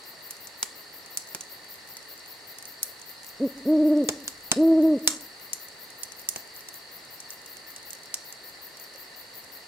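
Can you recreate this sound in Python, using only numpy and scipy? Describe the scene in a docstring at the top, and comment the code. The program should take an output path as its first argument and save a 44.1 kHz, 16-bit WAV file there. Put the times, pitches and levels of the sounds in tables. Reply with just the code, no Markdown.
"""A wood fire snaps close by in a night forest, and an owl gives one short and two long, low hoots.
Pockets of gas burst the logs; the owl's puffed throat sounds a nearly pure voice that slopes and
trees echo. On the left a katydid rasps five times a second, scraper over file. A cricket trills,
another chirps, and a far insect chorus hums in a soft hiss, with a little microphone rumble
and one faint, hollow tap near the end."""
import sys
import numpy as np
from scipy import signal
from scipy.fft import rfft, irfft, next_fast_len
from scipy.io import wavfile
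from scipy.ndimage import uniform_filter1d

SR = 44100
rng = np.random.default_rng(int(sys.argv[2]) if len(sys.argv) > 2 else 0)


def to_wav(sig):
    """Store sig (one row per channel, or 1-D mono) as 16-bit WAV at the path in sys.argv[1].

    Samples outside -1..1 are clipped; the rate is SR.
    """
    pcm = np.clip(np.atleast_2d(sig), -1, 1) * 32767
    pcm = np.round(pcm).astype(np.int16)
    wavfile.write(sys.argv[1], SR, pcm.T)  # frames by channels


N = 426447
TIME = np.arange(N) / SR
# how alike the two channels are for far sound: (frequency [Hz], coherence [0-1])
COHERENCE = [(60, 0.54), (600, 0.7), (1400, 0.43), (3000, 0.13), (4500, 0.41), (7000, 0.09), (15000, 0)]


def gain_of(db):
    """Decibels to a gain."""
    return 10 ** (np.asarray(db) / 20)


def unit_rms(x):
    """Scaled to an rms of one."""
    return x / np.sqrt(np.mean(x ** 2) + 1e-20)


def curve_at(points, hz):
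    """A curve's value at hz, on a log-frequency axis."""
    f, value = np.transpose(points)
    return np.interp(np.log(hz + 1), np.log(f + 1), value)


def add(mix, s, sound):
    """Adds a sound into the mix at s seconds."""
    part = mix[..., max(round(s * SR), 0):][..., :sound.shape[-1]]
    part += sound[..., :part.shape[-1]]


def panned(x, balance_db):
    """Two channels, the left louder by balance_db."""
    return x * gain_of(np.array([[balance_db], [-balance_db]]) / 2)


def delayed(x, samples):
    """A delay by a small, fractional number of samples."""
    size = 2 * len(x)
    return irfft(rfft(x, size) * np.exp(-2j * np.pi * np.fft.rfftfreq(size) * samples), size)[:len(x)]


def drift(rate):
    """Smooth random modulation of unit rms, changing about rate times a second."""
    lowpass = np.exp(-(np.fft.rfftfreq(N, 1 / SR) / rate) ** 2)
    return unit_rms(irfft(rfft(rng.standard_normal(N)) * lowpass, N))


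def ring(points, size=1024):
    """The causal impulse response of a spectrum: (frequency [Hz], level [dB])."""
    log_gain = np.log(gain_of(curve_at(points, abs(np.fft.fftfreq(size, 1 / SR)))))
    return np.fft.ifft(np.exp(np.conj(signal.hilbert(log_gain)))).real


def far_noise(gain):
    """Noise from all around, coloured by a gain that is a function of frequency."""
    size = next_fast_len(N)
    hz = np.fft.rfftfreq(size, 1 / SR)
    left, other = rfft(rng.standard_normal((2, size)))
    same = curve_at(COHERENCE, hz)
    right = same * left + np.sqrt(1 - same ** 2) * other
    return unit_rms(irfft(np.array([left, right]) * gain(hz), size)[:, :N])


def forest(x, delay=.008):
    """Scattered echoes from trunks and leaves; the treble dies first."""
    # reverb among the trees: (frequency [Hz], time to fall 60 dB [s])
    decay_times = [(300, 0.95), (700, 0.47), (2000, 0.24), (7000, 0.3), (11000, 0.27), (16000, .11)]
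    taps = rng.standard_normal((2, SR)) * (rng.random(SR) < 3000 / SR)
    hz, t, bands = signal.stft(taps, SR, nperseg=256)
    same, t60 = curve_at(COHERENCE, hz)[:, None], curve_at(decay_times, hz)[:, None]
    bands[1] = same * bands[0] + np.sqrt(1 - same ** 2) * bands[1]
    decay = gain_of(-60 * t / t60) * np.sqrt(np.log(1e6) / t60)
    tail = signal.istft(bands * decay, SR, nperseg=256)[1] / np.linalg.norm(taps[0])
    out = np.zeros((2, N))
    add(out, delay, signal.fftconvolve(np.atleast_2d(x), tail, axes=1))
    return out


def night_bed(hiss_db=-50.5):
    """A soft hiss and the blurred bands of far insects."""
    # soft night hiss, cut off above about 16 kHz by a low-pass: (frequency [Hz], relative level [dB])
    hiss_colour = [(15, -35), (40, -13.5), (110, -4), (220, -4), (420, 0.5), (800, -1), (1300, -3),
                   (2400, -7), (3200, -10), (6000, -11), (9000, -9), (11000, -16.5), (15600, -19.5),
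                   (16400, -34)]
    # far insect choruses: (centre [Hz], width [Hz], level [dB])
    choruses = [(1806, 117, -58.5), (1975, 257, -57.5), (2800, 220, -65.5), (4140, 610, -56),
                (4660, 530, -57.5)]
    bed = gain_of(hiss_db) * far_noise(lambda f: gain_of(curve_at(hiss_colour, f)))
    for hz, width, level_db in choruses:
        flicker = gain_of(level_db + drift(20))
        bed += flicker * far_noise(lambda f: 1 / (1 + 2 * ((f - hz) / width) ** 2) ** 1.45)
    return bed


def handling_rumble():
    """The carried microphone rumbles a little."""
    # the rumble's fader moves: (time [s], level [dB])
    levels = [(2.9, -98), (3.4, -66), (4.1, -68), (4.8, -62), (5.1, -75), (5.5, -77)]
    colour = [(10, -11), (30, -6.5), (110, -7), (250, -21), (800, -75)]  # (frequency [Hz], level [dB])
    rumble = far_noise(lambda f: gain_of(curve_at(colour, f)))
    return rumble * gain_of(np.interp(TIME, *np.transpose(levels)))


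def soft_tap(s=8.950, hz=535, level_db=-42, t60=.072, attack_s=.00055):
    """One faint, hollow tap: a damped sine."""
    t = np.arange(4096) / SR
    envelope = gain_of(level_db - 60 * t / t60) * (1 - np.exp(-t / attack_s))
    out = np.zeros(N)
    add(out, s, envelope * np.sin(2 * np.pi * hz * t))
    return out


def chirping_cricket(hz=5510, arch_hz=140, half_width_s=.012, level_db=-68, echo_db=-5):
    """Short, thin chirps about ten times a second, each a little arch in pitch."""
    first_s, period_s = .057, .0977
    from_centre = ((TIME - first_s + period_s / 2) % period_s - period_s / 2) / half_width_s
    pitch = hz - arch_hz * np.minimum((from_centre + .3) ** 2, 4) + 40 * drift(60.2)
    song = np.exp(-from_centre ** 2) * np.sin(2 * np.pi * np.cumsum(pitch) / SR)
    song = gain_of(level_db) * unit_rms(song * gain_of(1.2 * drift(3.4)))
    return panned(song, balance_db=7.3) + gain_of(echo_db) * forest(song)


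def trilling_cricket(strokes_per_s=59.5, top_hz=4800, bottom_hz=4050, duty=.68, level_db=-56, echo_db=-4):
    """An endless trill; the pitch falls within every wing stroke."""
    cycles = np.cumsum(strokes_per_s * (1 + .012 * drift(20))) / SR
    stroke = np.minimum(cycles % 1 / duty, 1)
    hz = top_hz + (bottom_hz - top_hz) * stroke ** 1.4 + 60 * drift(150)
    song = np.sin(np.pi * stroke) * np.sin(2 * np.pi * np.cumsum(hz) / SR) * gain_of(2 * drift(40))
    song = gain_of(level_db) * unit_rms(song)
    return song + gain_of(echo_db) * forest(song)


def wing_closures(unsteady_s=.002):
    """The moments at which the katydid's wings shut: nearly even within each run."""
    # runs at a steady tempo: (first closure [s], last closure [s], stroke rate [1/s])
    runs = [(0.104, 1.332, 5.7), (1.548, 5.657, 5.1), (5.844, 7.906, 5.35), (8.306, 9.574, 5.5)]
    even = np.concatenate([np.linspace(first, last, round((last - first) * rate) + 1)
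                           for first, last, rate in runs])
    return even + unsteady_s * rng.standard_normal(len(even))


def katydid(stroke_s=.057, level_db=-53, shut_db=-9, echo_db=-7, leaf_db=-6, leaf_decay_s=.023):
    """The scraper runs over the file's teeth ever more slowly, then the wings shut with a falling blip."""
    wing = ring([(8000, -43), (10300, -5), (11400, 8), (12300, 6.5), (13200, 1.5), (14600, 11.5),
                 (15600, 8.5), (16200, -34)])
    t, blip_t = np.arange(round(stroke_s * SR)) / SR, np.arange(110) / SR
    blip = np.hanning(len(blip_t)) * signal.chirp(blip_t, 13800, blip_t[-1], 10600)
    swell = np.interp(t / stroke_s, [0, .2, .6, .85, 1], [.25, .64, .84, 1, .25])
    song = np.zeros(N)
    for s in wing_closures():
        tooth_rate = np.linspace(720, 400, len(t)) * rng.uniform(.76, .96)
        tooth_rate *= 1 + .25 * np.repeat(rng.standard_normal(len(t)), 64)[:len(t)].clip(-3, 3)
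        teeth = np.diff(np.floor(np.cumsum(tooth_rate) / SR), prepend=0)
        strikes = teeth * swell * gain_of(2 * rng.standard_normal(len(t)))
        add(song, s - stroke_s, signal.fftconvolve(strikes, wing))
        add(song, s - blip_t[-1] / 2, gain_of(shut_db + 2 * rng.standard_normal()) * blip)
    # leaves right beside the insect smear the tooth strikes
    leaves = rng.standard_normal(len(t)) * np.exp(-t / leaf_decay_s)
    song = unit_rms(song) + gain_of(leaf_db) * unit_rms(signal.fftconvolve(song, leaves)[:N])
    song = gain_of(level_db + .85 * drift(25)) * unit_rms(song)
    direct = np.array([song, delayed(song, samples=6.54)])  # it reaches the left microphone first
    return panned(direct, balance_db=7) + gain_of(echo_db) * forest(song, delay=.002)


def fibre_burst(envelope):
    """Splitting fibres: a short burst of noise with unit energy, spread evenly over the spectrum."""
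    spectrum = rfft(rng.standard_normal(len(envelope)) * envelope)
    smooth_power = uniform_filter1d(abs(spectrum) ** 2, size=90)
    return irfft(spectrum / np.sqrt(smooth_power + 1e-12), len(envelope))


def snap(depth, top_db, scatter_db, burst_s=.00038, scatter_s=.0037, thud_s=.0095):
    """A gas pocket bursts the wood; logs scatter the crack and answer with a dull knock."""
    # the dull answer of a log: (frequency [Hz], level [dB])
    log_colour = [(40, -16), (130, -7), (280, 0.5), (550, -1.5), (1000, -8), (2500, -19), (8000, -78)]
    # at the bark (depth 0) a snap is thin and high; deep in the log (depth 1) it is full
    edge_hz, body_db = np.interp(depth, [0, 1], [6120, 6100]), np.interp(depth, [0, 1], [-25, -3.5])
    knock_db = np.interp(depth ** 2.3, [0, 1], [-36.5, 6.5])  # only the deepest move the whole log
    t = np.arange(2048) / SR
    attack, fade = 1 - np.exp(-t / burst_s), np.minimum(2 - 2 * t / t[-1], 1) ** 2
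    spike = t / burst_s * np.exp(1 - 2 * t / burst_s)
    scatter = gain_of(scatter_db) * np.exp(-t / scatter_s) * attack
    shared, left, right = fade * np.array([fibre_burst(spike + scatter) for _ in range(3)])
    fracture = (shared + np.array([left, right])) / np.sqrt(2)
    wood = ring([(100, body_db - 16), (600, body_db - 7), (1100, body_db), (2000, body_db),
                 (edge_hz * .53, .65 * body_db - 2), (edge_hz, 0), (8000, -.5),
                 (12000, top_db), (16000, top_db - 10.5)])
    crack = signal.fftconvolve(fracture, wood[None], axes=1)
    push = fade * fibre_burst(attack * np.exp(-t / thud_s))
    return crack + gain_of(knock_db) * signal.fftconvolve(push, ring(log_colour))


def fire(gain_db=32, ticks_per_s=9, tick_db=-51, tick_top_db=-6, echo_db=-12, big_snap_db=-16.5):
    """Loud snaps of burning wood and faint ticks of the embers between them, echoed by the trees."""
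    # snaps: (time [s], relative level [dB], depth in the log [0-1], top at 12 kHz [dB], pan left [dB])
    snaps = [(0.3085, -35, .45, 0, -1), (0.4716, -38.5, 0.28, -12, 2), (0.6287, -21, 0.75, -9, 0.5),
             (1.1728, -23.5, 0.2, -6, -3), (1.3479, -31.5, .95, -3.5, 0), (1.4086, -33, 0.37, -13, -6),
             (1.9688, -38.5, 0.5, -5, 0), (2.5857, -39.5, 0.4, -7, 1), (2.6541, -39, 0.1, -9, -2),
             (2.83, -23, 0.1, -.5, 0), (3.016, -41, .35, -14, -3), (4.0879, -20.5, 0.97, -14, 1),
             (4.2791, -26.5, 0.73, -10, -2), (4.516, -16, 0.96, -15.5, -1),
             (5.0753, -11, 0.66, -13.5, -0.5), (5.5326, -25.5, .05, -6, 3.5), (6.033, -29.5, 0.34, -9, -6),
             (6.1205, -40, .35, -11, 2), (6.2886, -22, 0, -5, -7), (6.3607, -30.5, 0.95, -13, -2),
             (6.6865, -37.5, 0.64, -9, 1), (7.2023, -37, 0.1, -13, -4), (7.3045, -35, 0, -20, -2),
             (7.7621, -36, 0.5, -18, 3), (7.9053, -36, 0, -13, 0), (7.9316, -38.5, .6, -4, -4),
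             (8.1416, -23, .35, -14, -1.5), (8.3257, -38.5, 0.1, -12, -3)]
    # direction of the fire as the microphones turn: (time [s], lag of the left channel [samples])
    bearing = [(0, -1), (2.8, -4), (4.2, 7), (4.5, 5), (5.5, 4), (8, 3.5)]
    draws = rng.random((200, 4))
    draws[:, 0] *= len(draws) / ticks_per_s
    ticks = [(s, tick_db + 10 * size ** 3, .75 * depth, tick_top_db, 4 * side - 2)
             for s, size, depth, side in draws if s < N / SR]
    near, sends = np.zeros((2, N)), np.zeros((3, N))
    for k, (s, level_db, depth, top_db, side_db) in enumerate(list(snaps) + ticks):
        scatter_db = -9 + .098 * (level_db + 18)  # a big snap splinters on; a small one is a bare tick
        left, right = gain_of(gain_db + level_db) * snap(depth, top_db, scatter_db)
        lag = np.interp(s, *np.transpose(bearing))
        direct = np.array([delayed(left, max(lag, 0)), delayed(right, max(-lag, 0))])
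        add(near, s, panned(direct, side_db))
        send_db = echo_db + .64 * max(level_db - big_snap_db, 0)  # the biggest snaps are wetter
        # snaps take turns among three reverbs, so their tails do not ring alike
        add(sends[k % len(sends)], s, gain_of(send_db) * left)
    return near + sum(forest(send) for send in sends)


def quaver(t, sharpness=2.93):
    """How far the pitch sinks, in Hz, as the owl's voice catches in quick, regular dips."""
    # quavering stretches: (start [s], end [s], dip rate [1/s], first depth [Hz], last depth [Hz])
    stretches = [(3.756, 3.976, 17.8, 25.5, 19.7), (4.720, 4.849, 15.6, 5.6, 37.6)]
    sink_hz = 0
    for start, end, rate, first_hz, last_hz in stretches:
        depth_hz = np.interp(t, [start, end], [first_hz, last_hz], left=0, right=0)
        sink_hz += depth_hz * abs(np.sin(np.pi * rate * (t - start))) ** sharpness
    return sink_hz


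def hoot(start, end, aim_hz, level_db, rise_s, fall_s):
    """A nearly pure voice that scoops up, sags and drops back; the throat passes mainly two harmonics."""
    # the puffed throat behind a closed beak: (frequency [Hz], level [dB])
    throat = [(70, -5.5), (170, 2), (285, 4), (440, 3.5), (560, -3), (650, -7), (760, -31), (950, -29),
              (1250, -38.5), (1700, -47)]
    # air that hisses past the beak: (frequency [Hz], level [dB])
    beak_leak = [(300, -7), (900, 13.5), (1350, 7), (2000, -15.5), (5000, -45)]
    slack_hz, sag_hz_per_s, fade_s = 164.5, 24.2, .009
    reference_hz, db_per_octave = 301, 25.5  # breath pressure lifts pitch and loudness together
    jitter, shimmer_db, husk_db, leak_db = .0063, 1.36, -35, -15
    t = np.arange(0, end - start, 1 / SR)
    effort = np.tanh(t / rise_s) * (1 - np.exp((t - t[-1]) / fall_s))
    hz = slack_hz + (aim_hz - sag_hz_per_s * t - slack_hz) * effort - quaver(start + t)
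    loudness_db = level_db + db_per_octave * np.log2(hz / reference_hz)
    hz *= 1 + jitter * drift(77)[:len(t)]
    phase = 2 * np.pi * np.cumsum(hz) / SR
    fundamental, *overtones = (gain_of(curve_at(throat, k * hz)) * np.sin(k * phase) for k in range(1, 6))
    voice = fundamental + sum(overtones) * gain_of(shimmer_db * drift(50)[:len(t)])
    airway = ring(throat) + gain_of(leak_db) * ring(beak_leak)
    husk = signal.fftconvolve(rng.standard_normal(len(t)), airway)[:len(t)]
    call = unit_rms(voice) + gain_of(husk_db) * unit_rms(husk)
    fade = np.sin(np.pi / 2 * np.minimum(np.minimum(t, t[-1] - t) / fade_s, 1))
    return call * gain_of(loudness_db + .5 * drift(30)[:len(t)]) * fade


def owl(echo_db=-24, slope_cutoff_hz=560):
    """Three hoots straight ahead; the slopes throw them back and the trees blur them."""
    # hoots: (start [s], end [s], aimed pitch [Hz], level at the reference pitch [dB], rise [s], fall [s])
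    hoots = [(3.395, 3.483, 351.3, -19, .035, 0.03), (3.651, 4.057, 317.4, -19.5, .029, .026),
             (4.556, 4.989, 329.9, -19, .035, 0.0308)]
    # echoes from the slopes around: (delay [s], level [dB])
    slope_echoes = [(.052, -20), (.14, -21), (.2, -23.5), (.275, -31.5)]
    calls, slopes = np.zeros((2, N))
    for start, *shape in hoots:
        add(calls, start, hoot(start, *shape))
    dull = signal.lfilter(*signal.butter(2, slope_cutoff_hz, fs=SR), calls)
    for delay, level_db in slope_echoes:
        add(slopes, delay, gain_of(level_db) * dull)
    trees = forest(calls, delay=.027).mean(axis=0)
    return calls + slopes + gain_of(echo_db) * trees


def scene():
    """The owl, the camp and the insects over the night hiss, in stereo."""
    foreground = owl() + fire() + soft_tap()
    insects = katydid() + trilling_cricket() + chirping_cricket()
    return foreground + insects + night_bed() + handling_rumble()


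def record(dry, ceiling=.78, cutoff_hz=16700):
    """The loudest peaks are held under a ceiling; a steep low-pass then trims the top."""
    clipped = np.clip(dry, -ceiling, ceiling)
    lowpass = signal.firwin(255, cutoff_hz, window=("kaiser", 9), fs=SR)
    return signal.oaconvolve(clipped, lowpass[None], "same")


dry = scene()
out = record(dry)
to_wav(out)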